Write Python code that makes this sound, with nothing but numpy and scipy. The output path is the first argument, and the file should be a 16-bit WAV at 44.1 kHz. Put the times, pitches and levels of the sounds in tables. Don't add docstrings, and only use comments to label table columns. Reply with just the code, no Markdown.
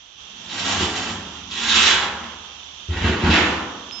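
import sys
import numpy as np
from scipy import signal
from scipy.io import wavfile

SR = 44100
rng = np.random.default_rng(int(sys.argv[2]) if len(sys.argv) > 2 else 0)


def to_wav(sig):
    pcm = np.clip(np.atleast_2d(sig), -1, 1) * 32767
    pcm = np.round(pcm).astype(np.int16)
    wavfile.write(sys.argv[1], SR, pcm.T)


N = 176400
T = np.arange(N) / SR
BAND_EDGES_HZ = np.geomspace(32, 8600, 23)
BAND_CENTRES_HZ = np.sqrt(BAND_EDGES_HZ[1:] * BAND_EDGES_HZ[:-1])
LIFT_S, SET_DOWN_S = 1.45, 2.8


def from_db(db):
    return 10 ** (np.asarray(db) / 20)


def at_hz(table, hz):
    freqs, values = np.transpose(table)
    return np.interp(np.log(hz), np.log(freqs), values)


def pan(left_minus_right_db):
    gains = from_db([[left_minus_right_db / 2], [-left_minus_right_db / 2]])
    return gains / np.sqrt(np.mean(gains ** 2))


def drift(rate_hz):
    pole = np.exp(-2 * np.pi * rate_hz / SR)
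    slow = signal.lfilter([1], [1, -2 * pole, pole * pole], rng.standard_normal(N + SR))[SR:]
    return slow / slow.std()


def band(x, k):
    bandpass = signal.butter(2, BAND_EDGES_HZ[k:k + 2], "band", fs=SR, output="sos")
    return signal.sosfilt(bandpass, x + 1e-18)


def resonance(x, hz, width_hz):
    radius = np.exp(-np.pi * width_hz / SR)
    feedforward = np.array([1, 0, -1]) * (1 - radius ** 2) / 2
    feedback = [1, -2 * radius * np.cos(2 * np.pi * hz / SR), radius ** 2]
    return signal.lfilter(feedforward, feedback, x + 1e-18)


def mode_width_hz(t60_s):
    return np.log(1000) / (np.pi * t60_s)


def stereo_noise(k, correlation_table, size):
    mid, side = band(rng.standard_normal((2, size + SR // 4)), k)[:, -size:]
    correlation = np.clip(at_hz(correlation_table, BAND_CENTRES_HZ[k]), 0, 1)
    return np.sqrt((1 + correlation) / 2) * mid + np.sqrt((1 - correlation) / 2) * np.array([side, -side])


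# f/Hz, density/dB
HISS_SPECTRUM = [(40, -22.5), (120, -36.5), (300, -38), (550, -40), (1000, -34), (2100, -40), (3200, -28),
                 (4200, -38), (5100, -46.5), (6200, -35.5), (7300, -62)]
# f/Hz, width/Hz, level/dB
HISS_PEAKS = [(2760, 70, -25), (3037, 90, -25), (3190, 110, -21.5), (3420, 70, -22.5), (3570, 70, -25),
              (5900, 240, -30)]
# f/Hz, L-R/dB
HISS_PAN = [(300, -2.5), (700, -1.5), (1300, -2), (2400, -11), (7000, -9.5)]
# f/Hz, L-R correlation
HISS_CORRELATION = [(130, 1), (300, 0.27), (700, 0.076), (3000, .05)]
# t/s, level/dB
HISS_LEVEL = [(.165, -9), (.2, -4), (.4, -2.5), (1.4, -1), (2.7, -2.5), (3.8, -2)]


def machine_hiss():
    hiss = 0
    for k, hz in enumerate(BAND_CENTRES_HZ):
        noise = stereo_noise(k, HISS_CORRELATION, N)
        hiss += from_db(at_hz(HISS_SPECTRUM, hz)) * pan(at_hz(HISS_PAN, hz)) * noise
    for hz, width_hz, db in HISS_PEAKS:
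        peak = resonance(rng.standard_normal((2, N)), hz, width_hz)
        hiss += from_db(db) * pan(at_hz(HISS_PAN, hz)) * peak
    return hiss * from_db(np.interp(T, *np.transpose(HISS_LEVEL)))


def machine_click(at_s=3.911, hz=2900, width_hz=1100):
    impulse = from_db(5) * signal.unit_impulse(N, int(at_s * SR))
    return pan(-3.7) * resonance(resonance(impulse, hz, width_hz), hz, width_hz)


def machine_whine(start_s=3.914, rise_s=.012, hz=5141, waver_hz=8, level_db=-32.5):
    phase = 2 * np.pi * np.cumsum(hz + waver_hz * drift(33)) / SR
    onset = np.clip((T - start_s) / rise_s, 0, 1)
    return pan(-20) * from_db(level_db + drift(20)) * onset * np.sin(phase)


# f/Hz, t60/s
WASH_T60 = [(60, 1), (250, 1.25), (600, 1.04), (1100, 1.5), (2000, 0.65), (3300, 0.59), (7000, 0.47)]
# f/Hz, L-R correlation
WASH_CORRELATION = [(130, .97), (300, .94), (680, .45), (1500, .5), (3400, 0), (7000, .2)]
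# f/Hz, L-R/dB
DRUM_PAN = [(330, 0), (700, .5), (1300, 0), (2400, -5.5), (4000, -5), (7000, -2.5)]


def wash(drive):
    t, response = T[:2 * SR], 0
    for k, hz in enumerate(BAND_CENTRES_HZ):
        decay = from_db(-60 * t / at_hz(WASH_T60, hz))
        noise = stereo_noise(k, WASH_CORRELATION, len(t))
        response += pan(at_hz(DRUM_PAN, hz)) * noise * decay / np.linalg.norm(decay)
    return signal.fftconvolve(drive[None], response, axes=1)[:, :N]


# t/s, level/dB, contact/s
BUMPS = [(0.778, -22.5, 0.0034), (.808, -21, 0.0022), (0.83, -19.5, 0.0027), (2.887, -8, 0.0083),
         (2.898, -12.5, 0.007), (2.958, -11.5, 0.0082), (3.006, -5.5, 0.01), (3.041, -7.5, 0.0048),
         (3.056, -26, 0.015), (3.095, -11.5, 0.0035), (3.237, -5, 0.0052), (3.262, -15, 0.0031),
         (3.291, -4, 0.0038), (3.317, -15, 0.017)]
# f/Hz, level/dB, t60/s
BOOM_MODES = [(76.7, -5.5, 0.22), (85.7, -11, 0.36), (174, 0, 0.047), (223.7, -5, 0.17), (306, -2, 0.097),
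              (366, 1.5, 0.28)]


def booms():
    pushes, boom = np.zeros(N), np.zeros(N)
    for at_s, db, contact_s in BUMPS:
        push = np.sin(np.pi * np.clip((T - at_s) / contact_s, 0, 1))
        pushes += from_db(db) * push / push.sum()
    for hz, db, t60_s in BOOM_MODES:
        width_hz = mode_width_hz(t60_s)
        impulse_gain = SR / (2 * np.pi * width_hz)
        boom += from_db(db) * impulse_gain * resonance(pushes, hz, width_hz)
    return boom


def grit(grains_per_s=2200, spread_db=5):
    sizes = from_db(spread_db * np.minimum(rng.exponential(1, N), 5))
    signs = rng.choice([-1, 1], N)
    impacts = sizes * signs * (rng.random(N) < grains_per_s / SR)
    return impacts / impacts.std()


# t/s, level/dB, f/Hz
CATCHES = [(0.491, -9, 3150), (.583, -5, 3030), (.799, -4, 3080), (0.953, -11, 2980), (1.008, -11, 2400),
           (1.512, -7.5, 2800), (1.697, 4, 3330), (1.909, -1, 2700), (2.96, -15, 1300), (3.037, -4.5, 1400),
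           (3.167, -13.5, 1390), (3.238, 0, 900), (3.301, 4, 2600), (3.336, 3.5, 1790)]


def rim_catches(decay_s=.019, width_hz=1670):
    crunches, grains = np.zeros(N), grit()
    for at_s, db, hz in CATCHES:
        burst = grains * (T >= at_s) * np.exp(-np.abs(T - at_s) / decay_s)
        crunches += from_db(db) * resonance(resonance(burst, hz, width_hz), hz, width_hz)
    return crunches


def grinding(moves, judder_db=2.2, judder_hz=21.5):
    forces = [from_db(np.interp(T, *np.transpose(level), left=-120, right=-120)) for level, _ in moves]
    grains = grit(), grit()
    scrape = 0
    for k, hz in enumerate(BAND_CENTRES_HZ):
        gain = sum(force * from_db(at_hz(spectrum, hz)) for force, (_, spectrum) in zip(forces, moves))
        scrape += gain * band(grains[k % 2], k)
    return scrape * from_db(judder_db * drift(judder_hz))


# t/s, level/dB
DRAG_LEVEL = [(.3, -48), (.47, -34), (.495, -18), (.57, -19.5), (.6, -18), (.69, -11.5), (.81, -12.5),
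              (.86, -19), (.93, -20.5), (.96, -17), (1.12, -24), (1.2, -41), (1.4, -31.5)]
SWING_LEVEL = [(1.495, -24), (1.51, -20), (1.56, -21), (1.64, -13), (1.7, -8), (1.8, -6), (1.91, -7.5),
               (1.95, -35.5), (2.04, -28), (2.12, -48), (2.3, -43.5)]
EDGE_ROLL_LEVEL = [(1.8, -37), (1.95, -10), (2.05, -15), (2.15, -37), (2.25, -21)]
RUMBLE_LEVEL = [(.2, -45), (.42, -33.5), (.62, -22), (.76, -11), (.81, -6), (.87, -24), (1.12, -14.5),
                (1.3, -22.5), (1.45, -23.5), (1.7, -20), (2, -28), (2.15, -25), (2.3, -32.5)]
# f/Hz, density/dB
DRAG_SPECTRUM = [(40, -21), (90, -1.5), (135, -20.5), (280, -2.5), (480, -7), (700, 0.5), (1100, 0),
                 (2100, -2), (3100, 1.5), (4400, -5), (7300, -6.5)]
SWING_SPECTRUM = [(40, -4), (80, -10), (130, -31), (230, -11.5), (400, -6), (650, -14), (1000, -2),
                  (1500, 0.5), (2100, 0), (3300, 6.5), (4100, -4), (5200, -4), (7300, -5.5)]
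EDGE_ROLL_SPECTRUM = [(100, -8), (350, -8.5), (650, -3.5), (900, 0), (1500, -6.5), (2400, -4),
                      (7000, -27.5)]
RUMBLE_SPECTRUM = [(40, -3.5), (75, -3.5), (100, -4), (135, -13.5), (180, -0.5), (300, -7.5), (420, -10),
                   (560, -31), (1200, -23.5), (7000, -50)]


def drag_and_swing():
    return grinding([(DRAG_LEVEL, DRAG_SPECTRUM), (SWING_LEVEL, SWING_SPECTRUM),
                     (EDGE_ROLL_LEVEL, EDGE_ROLL_SPECTRUM), (RUMBLE_LEVEL, RUMBLE_SPECTRUM)])


# t/s, level/dB
SLIDE_LEVEL = [(2.89, -23), (2.97, -25.5), (3.02, -12.5), (3.06, -9.5), (3.11, -22), (3.21, -21),
               (3.24, -18), (3.29, -17.5), (3.335, -7), (3.41, -14), (3.49, -18), (3.58, -28.5),
               (3.72, -53)]
JUDDER_LEVEL = [(2.9, -5), (3, -35), (3.05, 4), (3.14, -13.5), (3.22, -8), (3.26, 7.5), (3.32, -8.5),
                (3.45, -34.5), (3.55, -27)]
# f/Hz, density/dB
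SLIDE_SPECTRUM = [(40, -20), (85, 14), (135, -6), (230, 3.5), (400, 8), (520, 3.5), (1000, 3), (3200, 2.5),
                  (4500, -10), (7300, -16)]


def slide():
    return grinding([(SLIDE_LEVEL, SLIDE_SPECTRUM), (JUDDER_LEVEL, RUMBLE_SPECTRUM)])


def wall_flex(ring, pitch_share=.002, rate_hz=14):
    warped_s = T + np.cumsum(pitch_share * drift(rate_hz)) / SR
    return np.array([np.interp(warped_s, T, ear) for ear in ring])


def upper_modes(drive, count=36, range_hz=(2200, 4400), t60_s=.46, gain_db=-4.5):
    ring = 0
    for k, (offset, direction) in enumerate(rng.random((count, 2))):
        hz = np.interp(k + offset, [0, count], range_hz)
        angle = np.pi * direction
        ears = np.sqrt(2) * np.array([[np.cos(angle)], [np.sin(angle)]]) * pan(at_hz(DRUM_PAN, hz))
        ring += ears * resonance(drive, hz, mode_width_hz(t60_s))
    return from_db(gain_db) * ring


# f/Hz, t60/s, lying level/dB, swung level/dB, upright level/dB
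SHELL_MODES = [(75, 2.6, 11, 16, 7), (97, 1.1, 14, 6, 2), (171, 1.0, 7, 0, 2), (192, .5, 7, 0, 4),
               (217, 1.1, 8, 4, -1), (231, .6, 8, 11, 5), (271, .8, 6, 3, 3), (342, .6, 6, 5, 7),
               (391, 1.0, 6, 10, 2), (435, 1.5, 10, 1, 15), (550, 1.0, 3, 6, 0), (669, .9, 9, 2, 2),
               (749, .8, 3, -3, 3), (816, 1.1, 3, 12, 0), (879, 1.0, 3, 13, -3), (931, .8, 6, -3, 8),
               (958, .7, 0, 5, -1), (1020, 1.0, 4, 7, 5), (1068, .6, 5, 11, 3), (1135, .8, 3, 1, 3),
               (1162, 1.0, 3, 6, -2), (1210, .9, 2, 5, 1), (1313, .95, 0, 8, -2), (1335, .8, 2, 8, 3),
               (1386, .7, 1, 9, -1), (1455, .8, 0, 3, 9), (1515, .7, 4, 1, 0), (1585, .8, 3, 13, 0),
               (1626, .7, -1, 5, -1), (1744, .7, 1, 7, 0), (1782, .7, 0, 5, 0), (2643, .55, -1, 4, 1),
               (2952, .55, 4, 5, 2), (3060, .55, 5, 6, 1), (3286, .55, 5, 6, 3), (3424, .55, 4, 7, 4),
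               (3748, .55, 1, 4, 0), (3910, .55, 1, 4, 0), (4049, .55, 1, 4, 0)]
# f/Hz, t60 factor
UPRIGHT_T60_FACTOR = [(100, 0.19), (200, 0.97), (450, 1), (1000, 0.8)]


def shell_modes(tilted, upright, nodes_per_s=2.6, node_depth=.6):
    ring = 0
    for hz, t60_s, lying_db, swung_db, upright_db in SHELL_MODES:
        speed, phase = rng.random(2)
        coupling = 1 + node_depth * np.cos(2 * np.pi * (nodes_per_s * (.5 + speed) * T + phase))
        tilt_gain = np.where(T > LIFT_S, from_db(swung_db), from_db(lying_db))
        mode = resonance(tilted * coupling * tilt_gain, hz, mode_width_hz(t60_s))
        upright_t60_s = t60_s * at_hz(UPRIGHT_T60_FACTOR, hz)
        mode += from_db(upright_db) * resonance(upright, hz, mode_width_hz(upright_t60_s))
        ring += pan(at_hz(DRUM_PAN, hz)) * mode
    return ring


def scene():
    crunches = rim_catches()
    tilted = drag_and_swing() + crunches * (T < SET_DOWN_S)
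    upright = slide() + crunches * (T >= SET_DOWN_S)
    scrape, boom = tilted + upright, booms()
    ring = wall_flex(shell_modes(tilted, upright) + upper_modes(scrape))
    direct = from_db(-12) * pan(-1.5) * scrape
    tail = from_db(-4.5) * wash(scrape + from_db(-29) * boom)
    return ring + direct + boom + tail + machine_hiss() + machine_click() + machine_whine()


def record(dry, mono_below_hz=225, low_cut_hz=75, high_cut_hz=7620, peak_limit=.88):
    mid, side = (dry[0] + dry[1]) / 2, (dry[0] - dry[1]) / 2
    side = signal.sosfiltfilt(signal.butter(4, mono_below_hz, "high", fs=SR, output="sos"), side)
    low_cut = signal.butter(2, low_cut_hz, "high", fs=SR, output="sos")
    stereo = signal.sosfilt(low_cut, [mid + side, mid - side])
    rounded = stereo / (1 + (stereo / peak_limit) ** 6) ** (1 / 6)
    return signal.sosfilt(signal.ellip(16, .2, 90, high_cut_hz, fs=SR, output="sos"), rounded)


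dry = scene()
out = record(dry)
to_wav(out)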